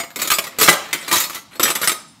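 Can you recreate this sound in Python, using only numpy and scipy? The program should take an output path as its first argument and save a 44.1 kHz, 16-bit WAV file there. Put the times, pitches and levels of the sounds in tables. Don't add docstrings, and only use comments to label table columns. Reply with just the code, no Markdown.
import sys
import numpy as np
from scipy import signal
from scipy.fft import rfft, irfft, next_fast_len
from scipy.io import wavfile

SR = 44100
rng = np.random.default_rng(int(sys.argv[2]) if len(sys.argv) > 2 else 0)


def write(x):
    x = np.atleast_2d(x).T
    wavfile.write(sys.argv[1], SR, np.round(np.clip(x, -1, 1) * 32767).astype(np.int16))


N = 97020
T = np.arange(int(.4 * SR)) / SR
ATTACK_S = 0.00049
TOP_HZ = 15750


def amp(db):
    return 10 ** (np.asarray(db) / 20)


def unit(x):
    return x / np.sqrt(np.mean(x ** 2, axis=-1, keepdims=True) + 1e-20)


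def along(points, hz):
    f, v = np.transpose(points)
    return np.interp(np.log(hz + 1), np.log(f + 1), v)


def fade(t60, t=T):
    exponent = -np.log(1000) * t / np.reshape(t60, (-1, 1))
    return np.exp(np.float32(np.maximum(exponent, -30)))


def onset():
    return 1 - np.exp(-T / ATTACK_S)


def noise(colour, count, size):
    gain = amp(along(colour, np.fft.rfftfreq(size, 1 / SR)))
    spectra = rfft(rng.standard_normal((count, size)))
    return unit(irfft(spectra * gain, size))


def modes(hz, gains, t60):
    waves = np.sin(np.float32(2 * np.pi * np.outer(hz, T))) * fade(t60)
    start_rms = np.sqrt(np.sum(gains ** 2, axis=1, keepdims=True) / 2)
    return np.float32(gains / start_rms) @ waves


RING_SCATTER_DB = 1.5


def struck(db, count):
    z = rng.standard_normal((count, 2, len(db)))
    return amp(db + RING_SCATTER_DB * z[:, 0]) * np.sign(z[:, 1])


# (time [s], treble chink level [dB],
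# midrange clack level [dB], drawer knock level [dB], t60 that damps the heap and the thud [s],
# ring level [dB], strongest ring frequency [Hz], piece)
CONTACTS = [ (0.000, -24.5, -20.5, -33, 0.15, -29.5, 6944, "teaspoon"),
            (0.034, -33, -26.5, -34, 0.047, -36, 1232, "teaspoon"),
            (0.104, -42, -37, -50, 0.023, -42, 1660, "teaspoon"),
            (0.159, -23.5, -25.5, -27.5, 0.12, -28.5, 7270, "teaspoon"),
            (0.189, -29, -27.5, -33, 0.14, -31, 1196, "teaspoon"),
            (0.218, -16, -18, -30, 0.037, -20.5, 7760, "teaspoon"),
            (0.274, -18, -22.5, -31, 0.086, -27, 6950, "teaspoon"),
            (0.302, -12, -12, -28, 0.078, -18, 2520, "teaspoon"),
            (0.316, -11, -10.5, -27, 0.072, -16, 1210, "teaspoon"),
            (0.336, -15.5, -25, -33.5, 0.15, -22, 7960, "teaspoon"),
            (0.385, -12, -12, -20.5, 0.035, -23, 5310, "teaspoon"),
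            (0.440, -26.5, -27.5, -36, 0.1, -39, 8740, "teaspoon"),
            (0.468, -29, -28, -30, 0.077, -35.5, 1204, "teaspoon"),
            (0.586, -18, -20.5, -21, 0.14, -23.5, 11380, "teaspoon"),
            (0.614, -12, -12, -14, 0.095, -18.5, 11670, "teaspoon"),
            (0.628, -8.5, -18.5, -20, 0.13, -23, 1167, "teaspoon"),
            (0.677, -12.5, -9, -34, 0.027, -35, 2340, "ladle"),
            (0.684, -10, 0.5, -8.5, 0.029, -9.5, 2360, "ladle"),
            (0.689, -3.5, -20, -23, 0.055, -14.5, 7430, "ladle"),
            (0.711, -18, -20.5, -27.5, 0.19, -26, 840, "teaspoon"),
            (0.727, -16.5, -15.5, -23, 0.1, -30, 6966, "teaspoon"),
            (0.929, -13.5, -15, -23, 0.071, -23, 2080, "ladle"),
            (0.947, -31, -21, -28.5, 0.038, -23.5, 2000, "ladle"),
            (1.027, -42, -36, -47, 0.11, -39, 3832, "teaspoon"),
            (1.079, -24.5, -24, -30.5, 0.58, -42, 2100, "teaspoon"),
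            (1.113, -16, -14, -25.5, 0.25, -26, 972, "teaspoon"),
            (1.126, -13, -14.5, -24, 0.11, -18, 985, "teaspoon"),
            (1.140, -27, -19, -22, 0.08, -19.5, 3900, "teaspoon"),
            (1.164, -18, -17, -24, 0.078, -30, 2004, "teaspoon"),
            (1.202, -16.5, -25.5, -35, 0.2, -21, 12200, "teaspoon"),
            (1.238, -39, -37, -55, 0.11, -28, 3700, "teaspoon"),
            (1.297, -26, -26.5, -30, 0.036, -31.5, 1154, "teaspoon"),
            (1.347, -23.5, -36, -66, 0.078, -39.5, 7020, "teaspoon"),
            (1.356, -34, -26.5, -40.5, 0.11, -35.5, 2000, "ladle"),
            (1.555, -37.5, -36, -38, 0.075, -44, 4330, "spoon"),
            (1.596, -17, -13, -15, 0.052, -19.5, 1290, "spoon"),
            (1.610, -28, -28.5, -33.5, 0.04, -33, 1235, "spoon"),
            (1.630, -14, -32, -40, 0.035, -13.5, 5960, "spoon"),
            (1.632, -10.5, -18, -24, 0.07, -13.5, 12410, "spoon"),
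            (1.653, -16.5, -15.5, -22, 0.11, -22.5, 1813, "spoon"),
            (1.679, -19.5, -17, -40, 0.06, -27, 2716, "spoon"),
            (1.688, -22, -48, -23.5, 0.05, -32, 1266, "spoon"),
            (1.702, -15.5, -18.5, -38, 0.062, -21, 1178, "spoon"),
            (1.710, -24, -18.5, -28, 0.057, -30, 1260, "spoon"),
            (1.752, -16.5, -33, -47, 0.042, -24.5, 6130, "spoon"),
            (1.756, -22.5, -17.5, -27, 0.038, -23, 11770, "spoon"),
            (1.815, -19, -22, -26.5, 0.13, -24, 11627, "spoon"),
            (1.830, -33, -16.5, -33, 0.13, -22.5, 1413, "spoon"),
            (1.841, -18, -35, -30.5, 0.18, -37, 11640, "spoon"),
            (1.874, -9.5, -10, -23.5, 0.055, -14.5, 9570, "spoon"),
            (1.894, -16.5, -15, -30, 0.054, -18, 9528, "spoon"),
            (1.917, -19, -21.5, -27, 0.067, -30.5, 3703, "spoon"), ]
# (start time [s],
# end time [s], chink level [dB], clack level [dB], knock level [dB], ring level [dB], piece)
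SLIDING = [ (0.196, 0.248, -26, -27.5, -31.5, -31, "teaspoon"),
           (0.492, 0.580, -53, -43, -48, -72, "teaspoon"), (0.593, 0.662, -15, -17, -27.5, -27, "teaspoon"),
           (0.739, 0.925, -48, -35, -45, -49.5, "teaspoon"),
           (0.956, 1.110, -42.5, -35.5, -43, -42.5, "ladle"),
           (1.126, 1.178, -16.5, -23, -37, -31, "teaspoon"),
           (1.178, 1.245, -25, -28.5, -41, -36, "teaspoon"),
           (1.301, 1.388, -36.5, -35.5, -48, -53, "teaspoon"),
           (1.501, 1.556, -54, -41.5, -51, -52, "spoon"), (1.601, 1.707, -30, -24.5, -34, -52.5, "spoon"),
           (1.770, 1.870, -35, -33, -50, -56, "spoon"), ]
SLIDE_PER_S, SLIDE_T60_S, SLIDE_SCATTER_DB = 100, 0.093, 1.5
SLIDE_RING_HZ, SLIDE_RING_OCTAVES = 4740, 0.57


def contacts():
    rows = list(CONTACTS)
    for start, end, chink, clack, knock, ring, piece in SLIDING:
        for s in np.arange(start, end, 1 / SLIDE_PER_S):
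            d = SLIDE_SCATTER_DB * rng.standard_normal()
            lead_hz = SLIDE_RING_HZ * 2 ** (SLIDE_RING_OCTAVES * rng.standard_normal())
            lead_hz = min(lead_hz, TOP_HZ)
            time = s + rng.random() / SLIDE_PER_S
            rows.append((time, chink + d, clack + d, knock + d, SLIDE_T60_S, ring + d, lead_hz, piece))
    return rows


COLOUR_DB, COLOUR_STEP_HZ = 4.5, 323.8
PILE_T60_S = 1
CRACK_DB, CRACK_T60_S = 2, 0.05


def pile(colour, t60, lo_hz, hi_hz, count):
    hz = lo_hz + (hi_hz - lo_hz) * (np.arange(count) + rng.random(count)) / count
    knots = rng.standard_normal((len(t60), 128))
    bumps = np.array([np.interp(hz / COLOUR_STEP_HZ, np.arange(len(k)), k) for k in knots])
    gains = amp(along(colour, hz) + COLOUR_DB * bumps) * rng.standard_normal((len(t60), count))
    heap = modes(hz, gains, PILE_T60_S) * fade(t60)
    crack = amp(CRACK_DB) * noise(colour, len(t60), len(T)) * fade(CRACK_T60_S)
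    return (heap + crack) / np.sqrt(2)


PIECE_MODES = { "teaspoon": [(1227, 1), (2444, -1), (4269, 0), (6780, -10.5), (6966, 3.5), (7740, -1),
               (8371, -17.5), (11886, 0.5), (12209, -1), (13087, -9), (14174, -0.5), (15493, -3)],
               "ladle": [(1245, -5), (1605, -5), (2012, 10), (2272, 2), (3130, 5), (6966, -1), (7423, -1),
               (8790, 0.5), (9880, 1.5), (11012, -9)], "spoon": [(1190, -8), (1262, -1), (2320, -9),
               (3682, -3), (5075, -7.5), (5954, -15), (7553, -1.5), (7858, 3), (8769, -1.5), (9528, -6),
               (11030, -2), (11630, 1), (12420, -7)], }
PIECE_T60_S = {"teaspoon": 0.13, "ladle": 0.097, "spoon": 0.12}
RING_DB = -0.5
LEAD_DB, LEAD_T60_S = 3.5, 0.081
DETUNE, DAMPING_SPREAD = 0.00412, 0.076
TEASPOON_SPREAD = 0.03


def rings(pieces, lead_hz, clatter_t60):
    out = []
    for name, lead, t60 in zip(pieces, lead_hz, clatter_t60):
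        hz, db = np.transpose(PIECE_MODES[name])
        shift, damping = rng.standard_normal((2, len(hz)))
        own_pitch = 1 + TEASPOON_SPREAD * rng.standard_normal() * (name == "teaspoon")
        held_hz = hz * own_pitch * (1 + DETUNE * shift)
        held_t60 = PIECE_T60_S[name] * np.exp(DAMPING_SPREAD * damping)
        body = modes(held_hz, struck(db, 1), held_t60)
        strongest = modes([lead], np.ones((1, 1)), min(LEAD_T60_S, t60))
        out.append(amp(RING_DB) * body + amp(LEAD_DB) * strongest)
    return np.vstack(out)


# (frequency [Hz], relative level [dB], t60 [s])
WOOD = [(172, -3, 0.151), (213.3, -2, 0.1), (296.3, -3.5, 0.13), (351.7, 3, 0.13), (424.2, 0, 0.086),
        (521.5, 6, 0.076), (576.6, 0, 0.072)]
# (frequency [Hz], relative level per Hz [dB])
THUD_COLOUR = [(25, -39), (60, -20), (115, -17), (165, -0.5), (250, 2.5), (350, 2), (500, -2.5),
               (650, -5.5), (1100, -5), (3000, -37.5)]
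DRAWER_DB, THUD_DB = -5, -4.5


def drawer(t60):
    hz, db, wood_t60 = np.transpose(WOOD)
    wood = modes(hz, struck(db, len(t60)), wood_t60)
    thud = noise(THUD_COLOUR, len(t60), len(T)) * fade(t60)
    return amp(DRAWER_DB) * wood + amp(THUD_DB) * thud


WALLS_S, WALLS_DB = .012, -3


def walls(sound, count=8):
    out = sound.copy()
    gain = amp(WALLS_DB) / np.sqrt(count)
    delays = rng.uniform(.1, 1, count) * WALLS_S
    for delay, sign in zip(delays, rng.choice([-1, 1], count)):
        out += sign * gain * np.pad(sound, (int(delay * SR), 0))[:len(sound)]
    return unit(out) * np.std(sound)


# (frequency [Hz], relative level per Hz [dB])
CHINK_COLOUR = [(2000, -16.5), (3500, 0.5), (4500, -2), (6000, -1), (8000, -2), (10300, -4), (12000, -2.5),
                (14000, -5), (15700, -10.5)]
# (frequency [Hz], relative level per Hz [dB])
CLACK_COLOUR = [(400, -12.5), (720, -6), (1000, -3.5), (1250, 3), (1600, -2), (2200, 1), (3000, -4.5),
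                (4000, -6), (6000, -30)]


def cutlery():
    times, chink, clack, knock, t60, ring, lead_hz, pieces = map(np.array, zip(*contacts()))
    sounds = amp(chink)[:, None] * pile(CHINK_COLOUR, t60, lo_hz=2946, hi_hz=15880, count=100)
    sounds = sounds + amp(clack)[:, None] * pile(CLACK_COLOUR, t60, lo_hz=598.3, hi_hz=5003, count=60)
    sounds = sounds + amp(knock)[:, None] * drawer(t60)
    sounds = sounds + amp(ring)[:, None] * rings(pieces, lead_hz, t60)
    out = np.zeros(N + SR)
    for s, sound in zip(times, sounds * onset()):
        out[max(0, round(s * SR)):][:len(T)] += walls(sound)
    return out[:N]


# (frequency [Hz], t60 [s])
KITCHEN_T60 = [(100, -0.2), (400, 0.42), (900, 0.46), (2000, 0.38), (5000, 0.56), (13000, 0.2)]
# (frequency [Hz], relative level [dB])
KITCHEN_LEVEL = [(100, -20.5), (700, -6), (2000, -13), (5000, -13.5), (13000, -11)]


def kitchen(x, build_s=0.011):
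    hz, t, z = signal.stft(rng.standard_normal(SR * 2 // 3), SR, nperseg=256)
    shape = fade(along(KITCHEN_T60, hz), t) * (1 - np.exp(-t / build_s))
    bands = z * unit(shape) * amp(along(KITCHEN_LEVEL, hz))[:, None]
    tail = signal.istft(bands, SR, nperseg=256)[1]
    return signal.fftconvolve(x, tail / np.sqrt(len(tail)))[:N]


# (frequency [Hz], relative level per Hz [dB])
FLOOR_COLOUR = [(25, -30), (100, -7.5), (210, 0), (300, -3), (430, -28.5), (900, -12.5), (1500, -19),
                (5000, -20), (15000, -37)]
FLOOR_DB = -51


def background():
    return amp(FLOOR_DB) * noise(FLOOR_COLOUR, 1, N)


# (frequency [Hz], relative level [dB], t60 [s])
BLOW_MODES = [(176, -6.5, 0.1), (355, -23, 0.036), (431.5, -7.5, 0.05), (587, -7, 0.06), (765, -7, 0.046),
              (1210, -6, 0.065), (1600, 1, 0.055), (2010, -6.5, 0.033), (2273, -2.5, 0.057)]
BANG_S, BANG_DB = 0.6842, -1.5


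def bang():
    hz, db, t60 = np.transpose(BLOW_MODES)
    signs = rng.choice([-1, 1], (1, len(hz)))
    sound = modes(hz, amp(db) * signs, t60)[0] * onset()
    out = np.zeros(N + SR)
    out[round(BANG_S * SR):][:len(T)] = amp(BANG_DB) * sound
    return out[:N]


# (start time [s], end time [s], first frequency [Hz],
# last frequency [Hz], level [dB])
SINGING_EDGES = [ (1.176, 1.236, 6760, 7040, -28), (1.222, 1.268, 5180, 5280, -43),
                 (1.218, 1.262, 5170, 5260, -33), (1.232, 1.276, 4040, 4490, -35), ]
SCRAPE_WIDTH_HZ, SCRAPE_EDGE_S = 95, 0.0063


def scrapes():
    t, out = np.arange(N) / SR, np.zeros(N)
    for start, end, first_hz, last_hz, db in SINGING_EDGES:
        hz = np.interp(t, [start, end], [first_hz, last_hz])
        phase = 2 * np.pi * np.cumsum(hz) / SR
        slow_noise = rng.standard_normal((2, int(SCRAPE_WIDTH_HZ * N / SR)))
        grip = signal.resample(slow_noise, N, axis=1)
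        stroke = np.clip(np.minimum(t - start, end - t) / SCRAPE_EDGE_S, 0, 1)
        ring = stroke * (grip[0] * np.cos(phase) + grip[1] * np.sin(phase))
        to_unit = np.sqrt(np.sum(stroke ** 2) / (np.sum(ring ** 2) + 1e-20))
        out += amp(db) * ring * to_unit
    return out


# (time [s], level [dB])
FREE_SWINGS = [(1.631, -42), (1.873, -29), (2.080, -47.5)]
# (frequency [Hz], relative level [dB])
FREE_SPOON_MODES = [(3682, -8), (7553, 5.5), (7858, -13), (8769, -2), (9528, 0), (11030, -8)]
FREE_T60_S = 0.35


def afterring():
    hz, db = np.transpose(FREE_SPOON_MODES)
    out = np.zeros(N + SR)
    for s, level in FREE_SWINGS:
        sound = modes(hz, struck(db, 1), FREE_T60_S)[0] * onset()
        out[round(s * SR):][:len(T)] += amp(level) * sound
    return out[:N]


def scene():
    low_cut = signal.butter(2, 64, "highpass", fs=SR, output="sos")
    direct = signal.sosfilt(low_cut, cutlery() + bang() + scrapes() + afterring())
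    return direct + kitchen(direct) + background()


CLIP_TOP = .93


def record(dry):
    clipped = dry / (1 + np.abs(dry / CLIP_TOP) ** 6) ** (1 / 6)
    m = next_fast_len(N + SR // 2)
    hz = np.fft.rfftfreq(m, 1 / SR)
    band = np.clip((TOP_HZ - hz) / 200 + .5, 0, 1)
    return irfft(rfft(clipped, m) * band, m)[:, :N]


dry = scene()
out = record(dry)
write(out)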